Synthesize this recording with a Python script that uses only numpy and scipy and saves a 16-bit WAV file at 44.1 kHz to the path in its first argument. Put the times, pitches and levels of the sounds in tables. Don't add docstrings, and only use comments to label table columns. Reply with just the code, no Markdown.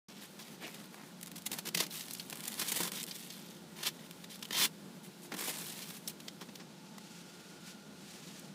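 import sys
import numpy as np
from scipy import signal
from scipy.fft import rfft, irfft, next_fast_len
from scipy.io import wavfile

SR = 44100
rng = np.random.default_rng(int(sys.argv[2]) if len(sys.argv) > 2 else 0)


def inscribe(sig):
    pcm = np.round(np.clip(np.atleast_2d(sig).T, -1, 1) * 32767)
    wavfile.write(sys.argv[1], SR, pcm.astype(np.int16))


N = 376613
TIME = np.arange(N) / SR
TOP_HZ = 15550


def amp(db):
    return 10 ** (np.asarray(db) / 20)


def unit_rms(x):
    return x / np.sqrt(np.mean(x ** 2) + 1e-20)


def over_time(rows):
    return np.interp(TIME, *np.transpose(rows))


def tone_gain(tone, hz):
    row_hz, db = np.transpose(tone)
    return amp(np.interp(np.log(hz + 1), np.log(row_hz + 1), db))


def coloured(x, tone):
    size = next_fast_len(N)
    gain = tone_gain(tone, np.fft.rfftfreq(size, 1 / SR))
    return unit_rms(irfft(rfft(x, size) * gain, size)[:N])


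def wander(hz):
    size = next_fast_len(N)
    smooth = np.exp(-(np.fft.rfftfreq(size, 1 / SR) / hz) ** 2)
    return unit_rms(irfft(rfft(rng.standard_normal(size)) * smooth, size)[:N])


def swells(rows):
    return np.sqrt(sum((amp(db) * np.exp(-((TIME - s) / half) ** 2)) ** 2 for s, half, db in rows))


def shortest_click(gain):
    cepstrum = irfft(np.log(np.maximum(gain / gain.max(), 1e-5)))
    half = len(cepstrum) // 2
    cepstrum[1:half] *= 2
    cepstrum[half + 1:] = 0
    click = irfft(np.exp(rfft(cepstrum)))[:half]
    return click / np.linalg.norm(click)


def fractures(per_s, spread_db):
    chance = np.clip(per_s / SR, 1e-4, 1)
    size = unit_rms(amp(spread_db * np.minimum(rng.exponential(1, N), 3.5)))
    return size * rng.choice([-1., 1.], N) * (rng.random(N) < chance) / np.sqrt(chance)


def add(mix, start_s, sound):
    part = mix[round(start_s * SR):][:len(sound)]
    part += sound[:len(part)]


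# pitch in Hz, level in dB compared with the rumble.
ENGINE_TONES = [(88, -26.5), (176, -10.5), (354, -15)]

def idling_engine(waver=0.0127, throb_db=3.0):
    engine_time = np.cumsum(1 + waver * wander(7.4)) / SR
    return sum(amp(db) * unit_rms(amp(throb_db * wander(3.5)) * np.sin(2 * np.pi * hz * engine_time))
               for hz, db in ENGINE_TONES)


# frequency in Hz, relative level in dB.
RUMBLE_TONE = [(25, -22), (60, -35), (100, -23), (125, -15.5), (150, -1), (210, 2), (260, -5), (350, -9),
               (500, -12), (700, -16), (1000, -20), (1600, -23.5), (4000, -70)]
HISS_TONE = [(300, -20), (1500, 2.5), (4000, 6), (8000, -1), (15500, -11)]
# time in seconds, level in dB.
RUMBLE_LEVEL = [(0, -55.5), (2, -53.7), (4, -53.5), (6, -54), (7.2, -55), (8.54, -54)]

def outdoors(hiss_db=-61.5, swell_db=1):
    rumble = coloured(rng.standard_normal(N), RUMBLE_TONE) * amp(swell_db * wander(9.0))
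    engine = idling_engine()
    hiss = coloured(rng.standard_normal(N), HISS_TONE) * amp(hiss_db)
    return (rumble + engine) * amp(over_time(RUMBLE_LEVEL)) + hiss


# pitch in Hz, width in Hz, resting level in dB,
# then the swell's middle in seconds, half-length in seconds and level in dB.
WHINES = [(860, 60, -72.5, 6.95, .25, -67), (1420, 70, -74, 7.6, .52, -66.5)]

def far_whines():
    out = np.zeros(N)
    for hz, width, rest_db, *swell in WHINES:
        fuzz = wander(width) + 1j * wander(width)
        fuzz /= np.sqrt(abs(fuzz) + 1e-9)
        whine = unit_rms((fuzz * np.exp(2j * np.pi * hz * TIME)).real)
        out += np.hypot(amp(rest_db), swells([swell])) * whine
    return out


def shifting_snow(band_db=(-72.5, -68.5, -64.5), lift_s=6.65, flutter_db=2):
    touching = np.clip((lift_s - TIME) * 10, 0, 1)
    cracks = fractures(per_s=20000, spread_db=2)
    return amp(band_db)[:, None] * touching * cracks * amp(flutter_db * wander(14))


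# start in seconds, length in seconds, level halfway in dB, rise from start
# to end in dB, then low body and high fizz, both in dB compared with that level.
STROKES = [(0.077, 0.15, -58, -0.5, -7, -8), (0.206, 0.05, -52.5, -4, -5, 1.5),
           (.385, 0.17, -57.5, -8, -7.5, -1.5), (0.605, 0.26, -58, -3.5, -1, 0.5),
           (0.918, .21, -65.5, -4, 6, 0), (1.497, 0.1, -54.5, 4, -3, 2.5),
           (1.808, 0.045, -45, -13, -3.5, 1), (1.897, 0.084, -46.5, 5.5, -12, 1.5),
           (1.98, 0.33, -56, -7.5, -14, 2.5), (2.254, 0.37, -53.5, 12.5, -6.5, 2.5),
           (2.574, 0.309, -44.5, 4.5, -6.5, 2), (2.923, 0.1, -44.5, -1.5, -11, 1),
           (3.063, 0.51, -56, -9.5, -15, 2), (3.756, 0.06, -51, 5, -5, -1),
           (3.843, 0.035, -35, 7, -10.5, -2), (3.94, 0.13, -63, 2, -2, 1.5),
           (4.294, 0.067, -50.5, -8, -27, 0), (4.512, 0.072, -38, 13, -12, -3),
           (4.576, 0.078, -31, 4, -11.5, 0), (5.028, 0.043, -59.5, -2, -8, 3.5),
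           (5.208, 0.055, -61, 3, -6, 5.5), (5.358, 0.15, -44.5, 5, -3.5, 3.5),
           (5.503, 0.475, -49.5, -6.5, -8.5, 2)]

def finger_strokes(attack_s=0.013, release_s=0.0081, broadening=0.27):
    power = np.zeros((3, N))
    for start, length, db, rise_db, body_db, fizz_db in STROKES:
        span = slice(round(start * SR), round((start + length + 8 * release_s) * SR))
        age = np.maximum(TIME[span] - start, 0)
        contact = np.minimum(age / attack_s, 1) * np.exp(-np.maximum(age - length, 0) / release_s)
        push_db = rise_db * (np.minimum(age / length, 1) - .5)
        extra_db = broadening * push_db
        band_db = np.array([body_db + extra_db, np.zeros(len(age)), fizz_db + extra_db])
        power[:, span] += (contact * amp(db + push_db + band_db)) ** 2
    return np.sqrt(power)


def crystals(cracks, grain_s=0.00064, pitches=17):
    age = TIME[:SR // 500]
    window = np.sin(np.pi * np.minimum(age / grain_s, 1)) ** 2
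    pick, out = rng.integers(0, pitches, N), np.zeros(N)
    for k in range(pitches):
        grain = window * np.cos(2 * np.pi * TOP_HZ * (k + .5) / pitches * age)
        out += np.convolve(cracks * (pick == k), grain / np.linalg.norm(grain))[:N]
    return out * np.sqrt(2 * TOP_HZ / SR)


def grinding(force, per_s=11000, merge_db=-40, slip_hz=130, slip_db=3.5, lump_hz=25, lump_db=0.5):
    level_db = 20 * np.log10(force[1] + 1e-6)
    crush = amp(.5 * (level_db + 45.5))
    merged = 1 / (1 + amp(merge_db - level_db))
    grains = crystals(fractures(per_s * crush, spread_db=4))
    grit = np.sqrt(1 - merged) * grains + np.sqrt(merged) * rng.standard_normal(N)
    depth_db = slip_db / (1 + 0.84 * crush)
    slips = amp(depth_db * wander(slip_hz) - depth_db ** 2 * np.log(10) / 20)
    lumps = amp(lump_db * (1.5 - merged) * wander(lump_hz))
    return force * grit * slips * lumps


# frequency in Hz, relative level in dB.
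ICE_TONE = [(60, -40), (150, -9.5), (350, -4), (480, -7), (700, -9), (1000, -5.5), (1400, -9.5),
            (2000, -2.5), (2700, 0.5), (3400, 3), (4800, 2.5), (8000, 3), (15700, -4)]
# pitch in Hz, width in Hz, gain in dB.
GLASS_RINGS = [(1030, 26, 2), (1820, 460, -8.5), (3140, 130, -2), (3510, 89, 0), (4270, 37, -18),
               (5640, 35, -35)]
# time in seconds, share of bare glass.
BARE_GLASS = [(0, .1), (1.8, 0.1), (2.8, 0.43), (3.8, 1), (4.65, 1), (5.3, 0.082), (6.5, 0.15)]

def windscreen(force, body_hz=1700, fizz_hz=6500, echo_db=-11, echo_t60=0.078):
    hz = np.fft.rfftfreq(4096, 1 / SR)
    low = 1 / (1 + (hz / body_hz) ** 8)
    high = 1 - 1 / (1 + (hz / fizz_hz) ** 8)
    bands = tone_gain(ICE_TONE, hz) * np.sqrt(np.clip([low, 1 - low - high, high], 0, 1))
    ice = sum(signal.oaconvolve(part, shortest_click(band))[:N] for part, band in zip(force, bands))
    glass = sum(amp(db) * signal.lfilter(*signal.iirpeak(pitch, pitch / width, SR), ice)
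                for pitch, width, db in GLASS_RINGS)
    direct = ice + over_time(BARE_GLASS) * glass
    age, returned = TIME[:SR // 20], np.zeros(N)
    for path in range(3):
        echoes = rng.standard_normal(len(age)) * 1000 ** (-age / echo_t60)
        weight = np.sqrt(2 / 3) * np.cos(2 * np.pi * (4 * TIME + path / 3))
        returned += signal.oaconvolve(direct * weight, echoes / np.linalg.norm(echoes))[:N]
    return (direct + amp(echo_db) * returned) / np.sqrt(1 + amp(2 * echo_db))


# start in seconds, length in seconds, level in dB,
# then low body and high fizz, both in dB compared with that level.
CRUNCHES = [(0.391, 0.0045, -48, -8, -1), (.744, 0.0037, -48, -13, 2), (.944, .002, -50.5, 7, -1),
            (1.229, 0.0045, -45, -8, 6), (1.275, 0.0062, -52, -2, 3), (1.315, .005, -50.5, -9, 2),
            (1.358, 0.0068, -47, -12, 2), (1.378, 0.011, -50, -14, 3), (1.462, 0.0084, -36, -11, 3.5),
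            (1.516, 0.0039, -37, -14, 3), (1.527, .014, -41, -4.5, 3), (1.585, .008, -37.5, -8, 0),
            (1.653, 0.0095, -46.5, -5, 1), (1.667, 0.013, -40, -9, 0), (1.687, 0.0057, -39.5, -7.5, 0),
            (1.747, 0.006, -28, -11.5, -0.5), (1.772, 0.0086, -31, -14, -1.5), (1.79, 0.0061, -38, -9, -3),
            (1.8, 0.012, -29, -9, -2), (1.835, 0.0068, -40.5, -23, -4), (1.865, 0.0043, -43.5, -14, 1),
            (2.007, .006, -39.5, -28, -3), (2.083, .003, -46, -11, 2), (2.109, 0.0031, -39.5, -14, 2),
            (2.135, 0.0032, -56.5, -11, 20.5), (2.149, .004, -42.5, -27, 2), (2.196, 0.01, -42.5, -14, -2),
            (2.327, 0.0049, -40.5, -4, -0.5), (2.356, .003, -49, -4, 8), (2.438, .003, -44, -13, 2),
            (2.477, 0.0058, -42.5, -4, 8), (2.594, 0.0081, -35.5, -8.5, 2.5),
            (2.612, 0.016, -36.5, -6, -0.5), (2.682, 0.014, -38, -19, 4), (2.717, 0.009, -36.5, -5.5, 6),
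            (2.758, 0.02, -38, -8, 4.5), (2.803, 0.0096, -38.5, -1.5, 6), (2.832, 0.0041, -35, -6, 5),
            (2.918, 0.0045, -40, -6.5, 3), (3.03, 0.0026, -43, -21, 9.5), (3.038, 0.0028, -41.5, -14, 5),
            (3.112, 0.0059, -42.5, -19, -17), (3.154, 0.0039, -46, -17, 3), (3.302, 0.0073, -44.5, -20, -8),
            (3.829, 0.013, -38.5, -9.5, -1), (3.867, 0.0071, -34, -27, -1), (4.111, 0.0015, -43.5, -7, 2),
            (4.24, 0.0066, -48, -8, -2.5), (4.425, .008, -41, -11, -3), (4.452, .004, -45.5, -11, -3),
            (4.508, 0.0035, -35.5, -4, -5), (4.528, 0.0055, -37.5, -20, -1), (5.318, 0.0095, -43.5, 2, -6),
            (5.339, 0.01, -45, 0, 0.5), (5.818, 0.015, -46.5, -22, -1), (6.0763, 0.0077, -40, -32, 5),
            (6.094, .012, -47, -20, 1.5), (6.201, 0.0068, -49, -14, -3), (6.281, 0.0057, -39.5, -11, -8),
            (6.41, 0.017, -48, -1, -4), (6.487, 0.0083, -54, -2, -11), (6.555, 0.0044, -44, -15, -4),
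            (6.597, 0.022, -54.5, -0.5, -13), (6.982, .003, -47, -1, -1), (8.395, 0.0033, -56, -10, 7)]

def crunching(rise=0.2, fall=1.17, snap_s=0.002):
    cracks, force = fractures(per_s=9000, spread_db=3), np.zeros((3, N))
    for start, length, db, body_db, fizz_db in CRUNCHES + crumbling():
        size = round(length * SR) + 1
        span = slice(round(start * SR) - size, round(start * SR) + 3 * size)
        age = np.arange(-size, 3 * size) / size
        after = np.maximum(age, 0)
        rush = (1 - np.exp(-after / rise)) * np.exp(-(after / fall) ** 2)
        strain = 0.21 * np.exp(-abs(age) / 0.5)
        burst = cracks[span] * (rush + strain)
        burst /= np.linalg.norm(burst) + 1e-9
        burst[size] = (snap_s / length) ** 2
        burst *= np.sqrt(size) / np.linalg.norm(burst)
        force[:, span] += amp(db + np.array([[body_db], [0], [fizz_db]])) * burst
    return force


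def rubbing(moves, tone, flutter_db=2.0):
    catches = fractures(per_s=16000, spread_db=2)
    return coloured(catches, tone) * swells(moves) * amp(flutter_db * wander(32))


# middle in seconds, half-length in seconds, level in dB.
PRESSES = [(.652, 0.036, -44.5), (.72, 0.073, -61)]
# frequency in Hz, relative level in dB.
SNOW_TONE = [(100, -17), (300, 7), (450, 8), (750, 3.5), (1100, -33), (1700, -1), (2500, 3), (3500, -4.5),
             (7000, -14), (15000, -28)]

def packing_snow():
    return rubbing(PRESSES, SNOW_TONE)


# start in seconds, strength in dB.
PUSHES = [(0.646, -57), (1.508, -39), (1.67, -37.5), (1.753, -36), (1.8, -35.5), (2.798, -32), (2.832, -43),
          (4.624, -46), (5.323, -38), (5.34, -38.5)]
# pitch in Hz, relative level in dB, seconds to fade by 60 dB.
PANE_NOTES = [(151, -17, 0.2), (177.5, -3, 0.19), (219, -3, 0.11), (299, -11.5, 0.2), (340, -2, 0.094),
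              (463, 5, 0.031)]

def thuds(rise_s=0.0089):
    age, out = TIME[:SR // 4], np.zeros(N)
    for start, push_db in PUSHES:
        bend = sum(amp(db - 60 * age / t60) * np.sin(2 * np.pi * (hz * age + rng.random()))
                   for hz, db, t60 in PANE_NOTES)
        add(out, start, amp(push_db) * (1 - np.exp(-age / rise_s)) * bend)
    return out


# start in seconds, length in seconds, typical level in dB.
CRUMBLE_SPELLS = [(1.2, 0.27, -48.5), (2.269, .3, -42.5), (2.646, .55, -43), (4.337, 0.23, -52)]

def crumbling(count=8, spread_db=3, break_s=0.0016, body_db=-16.5, fizz_db=4.6):
    breaks = []
    for start, length, typical_db in CRUMBLE_SPELLS:
        for k, (when, strength) in enumerate(rng.random((count, 2))):
            db = typical_db + spread_db * (2 * strength - 1)
            breaks.append((start + length * (k + when) / count, break_s, db, body_db, fizz_db))
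    return breaks


# start in seconds, pitch in Hz, level in dB.
FLAKES = [(2.136, 10000, -35), (2.198, 4420, -27.5), (2.327, 2560, -29), (3.03, 9500, -31),
          (3.039, 5200, -30), (3.111, 4620, -28), (4.426, 3130, -32), (4.454, 3040, -31),
          (6.076, 5580, -25)]

def flakes(t60=0.0094, rise_s=0.00015):
    age, out = TIME[:SR // 30], np.zeros(N)
    for start, hz, db in FLAKES:
        envelope = amp(db - 60 * age / t60) * (1 - np.exp(-age / rise_s))
        add(out, start, envelope * np.sin(2 * np.pi * hz * age))
    return out


# middle in seconds, half-length in seconds, level in dB.
SWISHES = [(7.3, 0.57, -59), (7.69, 0.041, -52), (8.22, 0.25, -54.5)]
# frequency in Hz, relative level in dB.
CLOTH_TONE = [(500, -16), (1500, -9.5), (2500, -6.5), (4500, -6), (7000, -8), (10000, -13.5), (15500, -21)]

def sleeve():
    return rubbing(SWISHES, CLOTH_TONE)


def scene():
    force = grinding(finger_strokes()) + crunching() + shifting_snow()
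    ice = windscreen(force) + flakes() + thuds()
    return (ice + packing_snow() + sleeve() + outdoors() + far_whines())[None]


def record(dry, start_s=0.083, low_cut_hz=55):
    opened = dry * np.clip((TIME - start_s) / .003, 0, 1)
    bass_cut = signal.butter(2, low_cut_hz, "highpass", fs=SR, output="sos")
    treble_cut = signal.firwin(401, TOP_HZ, window=("kaiser", 8), fs=SR)
    return signal.oaconvolve(signal.sosfilt(bass_cut, opened), treble_cut[None], "same")


dry = scene()
out = record(dry)
inscribe(out)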